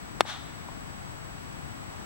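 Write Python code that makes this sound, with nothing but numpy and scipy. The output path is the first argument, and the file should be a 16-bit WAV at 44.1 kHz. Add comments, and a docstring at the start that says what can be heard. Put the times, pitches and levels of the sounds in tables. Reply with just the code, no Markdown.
"""A wooden mallet strikes a croquet ball on an open lawn: one hard, very short crack that just overloads the camera.
The blow is a filtered pulse, a sum of decaying wood modes and a short burst of noise from close scatter.
Trees return a bright wash of decaying noise; a few dull echoes, each a tone plus noise, stand apart, the last far.
Under it lie outdoor air with a low rumble, made of coloured noise, and the camera's thin whine, two sines."""
import sys
import numpy as np
from scipy import signal
from scipy.fft import rfft, irfft, next_fast_len
from scipy.io import wavfile

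SR = 44100
rng = np.random.default_rng(int(sys.argv[2]) if len(sys.argv) > 2 else 0)


def waveform_to_disk(signal):
    """Save audio, clipped to [-1, 1], as 16-bit WAV at the path in sys.argv[1]."""
    frames = np.transpose(np.atleast_2d(signal))
    scaled = np.clip(frames, -1, 1) * 32767
    samples = np.round(scaled).astype(np.int16)
    wavfile.write(sys.argv[1], SR, samples)


N = 90404
TIME = np.arange(N) / SR
SIDES = np.array([[1], [-1]])  # left, right


def undb(db):
    """Decibels to amplitude gain."""
    return 10 ** (np.asarray(db) / 20)


def curve(points, size):
    """Interpolate (Hz, value) points on a log-frequency axis at the bins of a transform."""
    hz, value = np.array(points, float).T
    bins_hz = np.fft.rfftfreq(size, 1 / SR)
    return np.interp(np.log(bins_hz + 1), np.log(hz), value)


def colour(x, points, power=1):
    """Minimum-phase filter through (Hz, dB) points, its dB multiplied by power."""
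    size = 2 * next_fast_len(N)
    cepstrum = irfft(power * np.log(undb(curve(points, size))))
    # folding the cepstrum makes the filter causal
    cepstrum[1:size // 2] *= 2
    cepstrum[size // 2 + 1:] = 0
    response = np.exp(rfft(cepstrum))
    return irfft(rfft(x, size) * response)[..., :N]


def ports(left, right, balance):
    """Two microphone ports that differ in colour: 0.37 of the balance dB on the left, -0.57 on the right."""
    return np.array([colour(left, balance, 0.37), colour(right, balance, -0.57)])


def noise(points, channels=1):
    """Coloured noise of rms 1 over all channels."""
    x = colour(rng.standard_normal((channels, N)), points)
    return x / x.std()


def peak(x, db):
    """Scale to a peak level."""
    return x * undb(db) / np.abs(x).max()


def fade(age_s, t60_s):
    """Exponential decay from age zero, 60 dB in t60."""
    return np.exp(-np.log(1000) * np.maximum(age_s, 0) / t60_s)


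def walk(rate_hz):
    """Random normal values drawn at a fixed rate and joined by straight lines."""
    return np.interp(TIME * rate_hz, np.arange(1024), rng.standard_normal(1024))


# Fundamental, then octave. Each row: left level in dB rms, right level in dB rms.
WHINE_LEVELS = [(-57, -67), (-66, -67)]
WHINE_HZ = 7867


def whine():
    """A steady high tone and its octave from the camera's electronics."""
    out = 0
    for harmonic, levels_db in enumerate(WHINE_LEVELS, 1):
        amplitude = np.sqrt(2) * undb(levels_db)[:, None]
        out = out + amplitude * np.sin(2 * np.pi * harmonic * WHINE_HZ * TIME)
    return out


# Air spectrum. Each row: frequency in Hz, relative density in dB per Hz.
AIR_SPECTRUM = [(15, -12), (28, -8), (45, 2.5), (80, 1), (150, 1.5), (220, -2.5), (300, -2.5), (400, -8),
                (520, -9.5), (750, -6), (1100, -7), (2000, -13), (4000, -21), (8000, -26.5), (12000, -32.5),
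                (15500, -37)]
# Port balance, scaled in ports(). Each row: frequency in Hz, left minus right in dB.
AIR_BALANCE = [(20, -6), (60, 10.5), (130, 14.5), (250, 10), (400, 3), (900, 3), (2000, 1.2), (15000, 0)]
# Opposite-phase part of the air at the two ports. Each row: frequency in Hz, share of power from 0 to 1.
AIR_OPPOSED_SHARE = [(30, 0.67), (200, 0.79), (800, 0.51), (2000, 0.49), (5000, 0.53), (12000, 0.41)]
# Slight swell of the air. Each row: time in seconds, gain in dB.
AIR_SWELL = [(0, -.5), (.3, -0.7), (.6, -0.5), (1.0, -0.5), (1.5, -0.5), (2.05, 0)]
AIR_BASE_DB, AIR_WAVER_DB, AIR_WAVER_HZ = -40.5, 0.09, 6.4  # base before swell and port balance


def air():
    """Nearly steady wide hiss of open air, its low rumble mostly stronger on the left."""
    common, *own = rfft(noise(AIR_SPECTRUM, channels=3))
    share = curve(AIR_OPPOSED_SHARE, N)
    opposed = np.sqrt(share) * common * SIDES
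    separate = np.sqrt(1 - share) * np.array(own)
    left, right = irfft(opposed + separate, N)
    swell_db = np.interp(TIME, *np.array(AIR_SWELL).T)
    level_db = AIR_BASE_DB + swell_db + AIR_WAVER_DB * walk(AIR_WAVER_HZ)
    return ports(left, right, AIR_BALANCE) * undb(level_db)


# Wash spectrum. Each row: frequency in Hz, relative density in dB per Hz.
TREES_SPECTRUM = [(200, -19.5), (450, -15), (750, 2), (1200, 3.5), (1600, 2.5), (2400, -3), (2900, -4),
                  (3500, 4), (4400, -2.5), (5000, -8.5), (5700, -4.5), (7000, -9), (10000, -15),
                  (15000, -31)]
TREES_BASE_DB, TREES_PAN_DB = -36, 3.5  # gain of the unit-rms wash; left minus right
TREES_START_S, TREES_RISE_S, TREES_HOLD_S = 0.2458, 0.049, 0.0079
TREES_T60_S, TREES_LATE_T60_S, TREES_LATE_DB = 0.29, 1.0, -6.5  # late level relative to the early part
TREES_TREBLE_HZ = 6900  # the late part is dulled above this
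TREES_COMMON_SHARE, TREES_LEFT_LAG_S = 0.51, 0.00005  # power shared by the ports; its lag on the left


def trees():
    """Countless small returns from the foliage swell, hold and die away, the treble first."""
    common, left, right = noise(TREES_SPECTRUM, channels=3)
    lagged = np.interp(TIME - TREES_LEFT_LAG_S, TIME, common)
    shared = np.sqrt(TREES_COMMON_SHARE) * np.array([lagged, common])
    wash = shared + np.sqrt(1 - TREES_COMMON_SHARE) * np.array([left, right])
    lowpass = signal.butter(2, TREES_TREBLE_HZ, fs=SR, output="sos")
    body = signal.sosfiltfilt(lowpass, wash)
    age_s = TIME - TREES_START_S
    past_s = age_s - TREES_RISE_S - TREES_HOLD_S
    early = wash * fade(past_s, TREES_T60_S)
    late = body * undb(TREES_LATE_DB) * fade(past_s, TREES_LATE_T60_S)
    rise = np.clip(age_s / TREES_RISE_S, 0, 1)
    return rise * (early + late) * undb(TREES_BASE_DB + SIDES * TREES_PAN_DB / 2)


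# Separate echoes. Each row: start in seconds, envelope peak in dB before pan and part gains, centre in Hz,
# width in Hz, rise in seconds, left minus right in dB.
ECHO_RETURNS = [(.2503, -28, 685, 300, 0.0023, 9), (.254, -39, 920, 900, .001, 7),
                (0.2635, -28.5, 1300, 2500, 0.00044, -6), (0.6844, -32.5, 810, 450, 0.0033, 9)]
ECHO_TONE_DB, ECHO_BLUR_DB = -4.5, -8  # clear and smeared parts, relative to the envelope


def echoes():
    """Single returns of the blow, dulled and smeared by the way: a tone and noise in one short envelope."""
    out = 0
    for start_s, peak_db, hz, width_hz, rise_s, pan_db in ECHO_RETURNS:
        age_s = np.maximum(TIME - start_s, 0)
        envelope = (age_s / rise_s) ** 2 * np.exp(-2 * age_s / rise_s)  # highest at rise_s
        tone = np.sin(2 * np.pi * hz * age_s)
        edge_hz = hz + width_hz
        blur = noise([(hz / 4, -25), (hz, 0), (edge_hz, -6), (2 * edge_hz, -25), (4 * edge_hz, -60)])[0]
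        mix = undb(ECHO_TONE_DB) * tone + undb(ECHO_BLUR_DB) * blur
        out = out + peak(envelope, peak_db) * mix * undb(SIDES * pan_db / 2)
    return out


# Contact pulse spectrum. Each row: frequency in Hz, relative level in dB.
CRACK_SPECTRUM = [(20, -64), (80, -48), (170, -21), (300, -9), (500, -1), (800, 2), (1250, -5), (1600, -7),
                  (2500, -12), (3600, -11), (5500, -18.5), (10000, -29), (12500, -36), (16000, -57)]
# Modes of mallet and ball. Each row: frequency in Hz, relative level in dB, t60 in seconds.
WOOD_MODES = [(318, -14.5, 0.069), (830, -35, 0.02), (1288, 5.5, 0.019), (1600, -12.5, 0.041),
              (1810, -2.5, 0.017), (2147, -13, 0.048), (2640, -4, 0.012), (3440, 0, 0.017),
              (3700, -8, .018), (4280, -10, 0.026), (5460, -16, 0.031), (6900, -16, 0.024),
              (7850, -12, 0.023), (9860, -13, 0.014)]
# Close scatter spectrum. Each row: frequency in Hz, relative density in dB per Hz.
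RASP_SPECTRUM = [(150, -24), (500, -17), (1200, 6.5), (3500, 1), (6000, -12.5), (10000, -11), (16000, -36)]
# Port balance of the blow, scaled in ports(). Each row: frequency in Hz, left minus right in dB.
STRIKE_BALANCE = [(100, 18), (250, 27.5), (500, 11.5), (1000, 6.5), (2000, 4), (3500, 3.5), (5200, 1),
                  (7500, 8), (15000, 7)]
STRIKE_S = 0.2077
CRACK_PEAK_DB, RING_PEAK_DB, RASP_RMS_DB = 2, -12.5, -20.5  # before port balance; rasp before its envelope
RING_RISE_S = 0.0005
RASP_DELAY_S, RASP_RISE_S, RASP_T60_S = 0.00052, 0.0016, 0.015


def crack(strike_sample):
    """The contact pulse: an impulse shaped by the spectrum of the hit."""
    push = np.zeros(N)
    push[strike_sample] = -1
    return peak(colour(push, CRACK_SPECTRUM), CRACK_PEAK_DB)


def ring(age_s):
    """Brief ring of the wood: decaying sine modes with a soft onset."""
    modes = 0
    for hz, level_db, t60_s in WOOD_MODES:
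        modes = modes - undb(level_db) * np.sin(2 * np.pi * hz * age_s) * fade(age_s, t60_s)
    onset = 1 - np.exp(-age_s / RING_RISE_S)
    return peak(modes * onset, RING_PEAK_DB)


def rasp(age_s):
    """Scatter close to the player: a short burst of noise just after contact."""
    late_s = age_s - RASP_DELAY_S
    rise = np.clip(late_s / RASP_RISE_S, 0, 1)
    envelope = rise * fade(late_s - RASP_RISE_S, RASP_T60_S)
    return undb(RASP_RMS_DB) * noise(RASP_SPECTRUM)[0] * envelope


def strike():
    """Mallet on ball: crack, ring and rasp, heard with more bass at the left port."""
    strike_sample = int(STRIKE_S * SR)
    age_s = np.maximum(TIME - strike_sample / SR, 0)
    blow = crack(strike_sample) + ring(age_s) + rasp(age_s)
    return ports(blow, blow, STRIKE_BALANCE)


def scene():
    """The background, the returns and the blow."""
    return whine() + air() + trees() + echoes() + strike()


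DUCK_THRESHOLD_DB, DUCK_SHARE = -14, 0.27  # gain cut per dB above threshold
DUCK_ATTACK_S, DUCK_RELEASE_DB_PER_S = 0.006, 52
TOP_HZ = 15900


def record(dry):
    """Overload at full scale, gain control that ducks after loud peaks, and a steep treble cut."""
    x = np.clip(dry, -1, 1)
    level_db = 20 * np.log10(np.abs(x).max(axis=0) + np.finfo(float).eps)
    # peak hold that falls at the release rate
    sag_db = DUCK_RELEASE_DB_PER_S * TIME
    held_db = np.maximum.accumulate(level_db + sag_db) - sag_db
    target_db = DUCK_SHARE * np.maximum(held_db - DUCK_THRESHOLD_DB, 0)
    pole = np.exp(-1 / (DUCK_ATTACK_S * SR))
    duck_db = signal.lfilter([1 - pole], [1, -pole], target_db)
    top = signal.ellip(10, 0.1, 70, TOP_HZ, fs=SR, output="sos")
    return signal.sosfilt(top, x * undb(-duck_db))


dry = scene()
out = record(dry)
waveform_to_disk(out)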